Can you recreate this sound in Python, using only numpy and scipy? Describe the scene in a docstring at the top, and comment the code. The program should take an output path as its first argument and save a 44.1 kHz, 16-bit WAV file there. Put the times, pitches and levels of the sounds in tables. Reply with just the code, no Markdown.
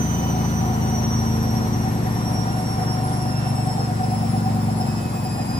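"""In a small hard room, a front-loading washing machine coasts down from a fast spin, heard close by.
The unbalanced drum shoves the cabinet to and fro once a turn: a row of low drum harmonics through resonances.
The belt-geared motor whines at its slot harmonics with shaft sidebands, gliding down, with brush chatter.
Air and bearings roar as shaped noise, panels ring as noise through narrow resonances, and the door panel
swells once a belt lap."""
import sys
import numpy as np
from scipy import signal
from scipy.fft import rfft, irfft
from scipy.io import wavfile
from scipy.ndimage import uniform_filter1d

SR = 44100
rng = np.random.default_rng(int(sys.argv[2]) if len(sys.argv) > 2 else 0)


def transcribe(signal):
    """Save signal, clipped to [-1, 1], as a 16-bit WAV file at the path in sys.argv[1]."""
    frames = np.atleast_2d(signal).T
    limited = np.clip(frames, -1, 1)
    pcm = np.round(limited * 32767).astype(np.int16)
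    wavfile.write(sys.argv[1], SR, pcm)


N = 246512
T = np.arange(N) / SR  # time in s
HZ = np.fft.rfftfreq(N, 1 / SR)  # frequency of each bin of a whole-length spectrum

# how much louder the left side is than the right, by pitch: f/Hz, left over right/dB
LEAN_BY_PITCH = [(60, -1.5), (130, 2), (290, 0), (640, 4.5), (1410, 2), (3100, 0.5), (6820, -5),
                 (15000, 10)]
LAG_S = .0003  # the cabinet's sound reaches the right side this much later
LAG_RADIANS = 2 * np.pi * HZ * LAG_S

# the coasting motor: pitch of its slot tone, falling ever more gently
START_HZ, FALL_HZ_PER_S, EASE_HZ_PER_S2 = 3024.76, 99.345, 1.0282
SLOTS = 18  # slot-tone cycles per motor turn
BELT_RATIO = 12.205  # motor turns per drum turn
LAPS_PER_TURN, FIRST_LAP = .7449, .54  # belt laps per drum turn, part of a lap until the first knock
SLOT_HZ = START_HZ - FALL_HZ_PER_S * T + EASE_HZ_PER_S2 * T * T
OCTAVES = np.log2(SLOT_HZ / SLOT_HZ.mean())  # speed above its average
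# angles in radians
SHAFT = 2 * np.pi * np.cumsum(SLOT_HZ) / SR / SLOTS
DRUM = SHAFT / BELT_RATIO
LAP = LAPS_PER_TURN * DRUM - 2 * np.pi * FIRST_LAP


def gain_of(db):
    """Turn decibels into a factor."""
    return 10 ** (np.asarray(db) / 20)


def evened(x):
    """Scale to rms 1."""
    return x / np.sqrt(np.mean(x ** 2) + 1e-20)


def read(points, hz):
    """Read a table at any frequency, with straight lines over log frequency."""
    f, value = np.transpose(points)
    return np.interp(np.log(hz + 1), np.log(f + 1), value)


def follow(rows, column=1):
    """Read one column of a table over time."""
    rows = np.array(rows)
    return np.interp(T, rows[:, 0], rows[:, column])


def filtered(x, response):
    """Pass a sound through a frequency response."""
    return irfft(rfft(x) * response, N)


def mode(hz, width_hz):
    """Response of one resonance, 1 at its centre."""
    return 1j * width_hz * HZ / (hz ** 2 - HZ ** 2 + 1j * width_hz * HZ)


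def slow(rate_hz):
    """Slow random wandering of rms 1, fading out above the given rate."""
    size = N // 64  # one value per 64 samples is enough
    hz = np.fft.rfftfreq(size, 64 / SR)
    spectrum = rfft(rng.standard_normal(size)) * np.exp(-(hz / rate_hz) ** 2)
    return np.interp(T, T[::64][:size], evened(irfft(spectrum, size)))


def ports(x, lead):
    """One near source at two microphone ports: leaning by pitch, the left leading by some radians."""
    half = np.sqrt(gain_of(read(LEAN_BY_PITCH, HZ))) * np.exp(.5j * lead)
    return filtered(x, np.array([half, 1 / half]))


def room(x, t60):
    """Echoes as sparse taps of random sign, dying by 60 dB in t60 seconds, other taps for each side."""
    size = SR // 2
    signs = rng.choice([-1., 1.], (2, size))
    present = rng.random((2, size)) < .05
    taps = signs * present * gain_of(-60 * T[:size] / t60)
    taps /= np.linalg.norm(taps, axis=1, keepdims=True)
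    running = np.pad(x, (size, 0), "reflect")  # the machine was already sounding
    return signal.fftconvolve(running[None], taps, axes=1)[:, size:size + N]


def causal(gain):
    """The minimum-phase response with this gain: it rings only after a push, as soon as it can."""
    cepstrum = irfft(np.log(gain + 1e-6), N)
    cepstrum[1:N // 2] *= 2
    cepstrum[N // 2 + 1:] = 0
    return np.exp(rfft(cepstrum))


def shoves():
    """A push and half a turn later a pull favour the odd drum orders; the cabinet modes colour them."""
    # cabinet and floor resonances under the shoves: f/Hz, width/Hz, level/dB
    cabinet = [(70.6, 8, -33), (93.1, 2.9, -30.5), (107.4, 3.8, -25), (117.2, 10.5, -27), (134.7, 6.4, -28),
               (154.8, 13, -33.5), (177.8, 6.2, -29.5), (202, 2.8, -35), (224.3, 7.24, -27),
               (270, 10.5, -43), (262.3, 5.6, -43), (303.7, 3.1, -44.5), (331.4, 4, -67),
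               (362.6, 4.9, -42.5), (360, 2.7, -69)]
    # strength of the even drum orders against the odd ones: f/Hz, level/dB
    unevenness = [(50, -24), (75, -14), (140, -17), (170, -7), (200, -6), (225, -13), (270, -4), (400, -5)]
    first_shove = .44  # part of a drum turn already done at the start
    force_db_per_octave = 10.5  # the unbalance force grows with drum speed
    bounce_s, bounce_share = .0105, .7  # the bass bounces between close walls, smearing each shove

    angle = DRUM + 2 * np.pi * first_shove + 0.005 * slow(5.7)
    even = sum(np.sin(k * angle) for k in range(4, 32, 2))
    odd = sum(np.cos(k * angle) for k in range(5, 32, 2))
    odd *= gain_of(force_db_per_octave * OCTAVES) * gain_of(.5 * slow(1.7))
    even *= gain_of(3.7 * slow(0.54))
    force = rfft(odd) + gain_of(read(unevenness, HZ)) * rfft(even)

    # an all-pass: it spreads the sound in time and leaves each pitch as loud
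    echo = np.exp(-2j * np.pi * HZ * bounce_s)
    walls = (echo - bounce_share) / (1 - bounce_share * echo)
    power = sum(abs(gain_of(db) * mode(hz, width)) ** 2 for hz, width, db in cabinet)
    shaken = irfft(force * causal(np.sqrt(power)) * walls, N)
    return ports(np.sqrt(2) * shaken, LAG_RADIANS)


def line_db(order, db):
    """Level of one whine line, with its own swells as it glides down past certain pitches."""
    # each line's own rises in level: shaft order, centre f/Hz, width/Hz, lift/dB
    lifts = [ (18, 3005, 46, 14.5), (18, 2935, 15, 12), (18, 2783, 9.7, 10), (18, 2690, 27, 15),
             (18, 2525, 78, 11), (35, 5820, 80, 12), (35, 5635, 72, 18.5), (36, 6030, 53, 12),
             (36, 5945, 32, 7), (36, 5845, 66, 10.5), (36, 5605, 29, 7.5), (36, 5540, 30, 5),
             (36, 5490, 26, 7), (36, 5405, 37, 7.5), (36, 5340, 29, 7.5), (36, 4600, 34, 6.5),
             (36, 5020, 44, 9), (54, 8450, 99, 5), (54, 8060, 220, 10.5), (54, 7570, 130, 8),
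             (72, 10670, 650, 5)]
    hz = SLOT_HZ * round(order) / SLOTS
    for lifted_order, centre_hz, width_hz, lift_db in lifts:
        if round(lifted_order) == round(order):
            db = db + lift_db * np.exp(-((hz - centre_hz) / width_hz) ** 2)
    return db


def brush_chatter(angle):
    """Brush chatter: one random waveform that repeats every shaft turn, strongest near the slot harmonics."""
    # loudness of the chatter's lines: shaft order, rms level of a line/dB
    chatter_levels = [(12, -59), (19, -64), (24, -64.5), (30, -65), (33, -58.5), (38, -57.5), (41, -65.5),
                      (50, -62.5), (54, -58.5), (58, -72), (68, -69.5), (72, -53.5), (76, -70.5), (86, -67),
                      (90, -68.5), (96, -71)]
    orders = np.arange(12, 97)
    levels = gain_of(np.interp(orders, *np.transpose(chatter_levels)))
    one_turn = np.zeros(2049, complex)
    one_turn[orders] = levels * np.exp(2j * np.pi * rng.random(len(orders)))
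    waveform = 2048 * irfft(one_turn)
    turn_part = angle / (2 * np.pi) % 1
    return np.sqrt(2) * np.interp(turn_part, np.linspace(0, 1, 4096), waveform)


def whine():
    """Fluttering lines locked to the shaft angle, which the drum's unbalance rocks once a turn."""
    # lines of the motor whine, before their swells: shaft order (rounded in use), level/dB, flutter/dB
    whine_lines = [(18, -62, 1), (35, -58, 3.5), (36, -47.5, 3.5), (37, -55.5, 6.5), (54, -61.5, 2),
                   (72, -55, 4), (90, -64, 3), (106.8, -56.5, 2)]
    lap_flutter_db, turn_flutter_db = 0.6, 2  # the whine throbs with belt and drum

    angle = SHAFT + .025 * np.sin(DRUM + 2.05) + .013 * slow(25)
    lines = np.zeros(N)
    for order, db, flutter_db in whine_lines:
        level = gain_of(line_db(order, db) + flutter_db * slow(22.6))
        lines += level * np.cos(round(order) * angle)
    lines *= gain_of(lap_flutter_db * np.cos(LAP) + turn_flutter_db * np.cos(DRUM - 1.1))
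    lines *= np.sqrt(2)
    direct = gain_of(-2.5) * ports(lines, np.pi / 2)
    return direct + room(gain_of(-4.5) * lines + brush_chatter(angle), t60=0.69)


def roar():
    """Air and bearing noise: random short-time spectra with drifting patches, partly alike left and right."""
    # colour of the roar: f/Hz, relative level per Hz/dB
    colour = [(10, -37), (42, -35), (70, -22), (115, -10), (200, -16), (270, -16), (330, -21), (410, -21),
              (900, -21), (1500, -31), (2100, -35), (3000, -40), (7800, -47), (9300, -58), (11000, -55),
              (15500, -64)]
    # how alike left and right are by pitch: f/Hz, likeness (1 is the same, 0 unrelated)
    likeness = [(60, 0.7), (150, 1), (380, 0.51), (950, 0.13), (2380, 0.26), (5980, -0.07), (15000, 0.038)]
    level_db, drift_db_per_s = -30.5, -0.01

    frames, hz = N // 256 + 5, np.fft.rfftfreq(1024, 1 / SR)
    a, b, c, d, patches = rng.standard_normal((frames, 513, 5)).T
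    smooth = uniform_filter1d(patches, 10, 0)  # over pitch
    patches = evened(uniform_filter1d(smooth, 8, 1))  # over time

    same = np.clip(read(likeness, hz), -1, 1)[:, None]
    lag = np.exp(-2j * np.pi * hz * LAG_S)[:, None]
    left = a + 1j * b
    right = same * left * lag + np.sqrt(1 - same ** 2) * (c + 1j * d)
    lean = np.sqrt(gain_of(read(LEAN_BY_PITCH, hz)))[:, None]

    # faster air hisses brighter
    speed = np.interp(np.arange(frames) * 256 / SR, T, SLOT_HZ)
    tilt_db = 12.5 * np.log2(1 + np.minimum(hz, 4000.) / 1000.0)[:, None]
    brightness_db = tilt_db * np.log(speed / speed.mean())

    spectra = np.array([left * lean, right / lean]) * gain_of(1.28 * patches + brightness_db)
    noise = signal.istft(spectra, nperseg=1024, noverlap=768)[1][:, 512:N + 512]
    noise = evened(filtered(noise, gain_of(read(colour, HZ))))
    throb_db = 0.19 * np.cos(DRUM - 2.1) + 0.5 * slow(22)
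    return noise * gain_of(level_db + drift_db_per_s * T + throb_db)


def ring(hz, width_hz):
    """Noise through one narrow resonance twice, at rms 1."""
    return evened(filtered(rng.standard_normal(N), mode(hz, width_hz) ** 2))


def ringing_panels():
    """Panels that the roar keeps ringing, each wandering in level, louder at higher speed."""
    # panel resonances: f/Hz, width/Hz, relative level/dB
    panel_modes = [(267.9, 13.6, -48.5), (356.3, 9.9, -57), (450, 7.2, -54), (509, 10, -56), (633, 16, -57),
                   (716, 13, -51), (930.4, 39, -51.5), (990, 48, -48), (1444, 16, -53), (1839, 74, -57)]
    rest = sum(gain_of(db + 1.5 * slow(2.2)) * ring(hz, width) for hz, width, db in panel_modes)
    return rest * gain_of(2.5 + 17 * OCTAVES)  # 17 dB per octave of speed


def door_panel():
    """The door panel rings on and swells once a belt lap: one unsteady tone and noisy resonances."""
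    # door resonances, the first sounding as the tone: f/Hz, width/Hz, relative level/dB
    door_modes = [(753, 22, 0.5), (770.7, 25, -4), (807.3, 36, -4.5), (719.6, 43, -7.5)]
    # the door's ringing over time: t/s, relative level/dB, dip between knocks/dB
    door_course = [(0, -33, 15), (.45, -33, 4), (.75, -33, 0), (1.1, -38, 2), (1.7, -32.5, 12),
                   (2.1, -33, 16), (2.3, -29.5, 12), (2.75, -29, 6), (3.2, -34, -1.5), (3.4, -32.5, 10),
                   (3.9, -26, 14), (4.45, -27.5, 20), (4.8, -28.5, 14), (5.0, -38, 6), (5.3, -25.5, 22),
                   (5.59, -31, 28)]
    third_lap_db, uneven_lap_db = 1.5, 1.5  # every third knock is harder; the rest vary

    (hz, width, db), *upper = door_modes
    tone_hz = hz + 0.398 * width * slow(12.22)
    door = gain_of(db) * np.sqrt(2) * np.sin(2 * np.pi * np.cumsum(tone_hz) / SR)
    door += sum(gain_of(db) * ring(hz, width) for hz, width, db in upper)
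    knocks_db = -follow(door_course, column=2) * np.sin(LAP / 2) ** 2
    knocks_db += third_lap_db * np.cos(LAP / 3) + uneven_lap_db * slow(5.4)
    return door * gain_of(follow(door_course) - 4.5 + knocks_db)


def panels():
    """All panels, heard directly and through the room's echoes."""
    ringing = ringing_panels() + door_panel()
    return ports(ringing, LAG_RADIANS) + gain_of(-2.0) * room(ringing, t60=0.21)


def scene():
    """All the sources of the machine together."""
    return shoves() + whine() + roar() + panels()


def record(dry):
    """The band limit of the recorder: a steep low-pass."""
    edge_hz = 15680
    low_pass = signal.firwin(2047, edge_hz, window=("kaiser", 11), fs=SR)
    return signal.oaconvolve(dry, low_pass[None], "same")


dry = scene()
out = record(dry)
transcribe(out)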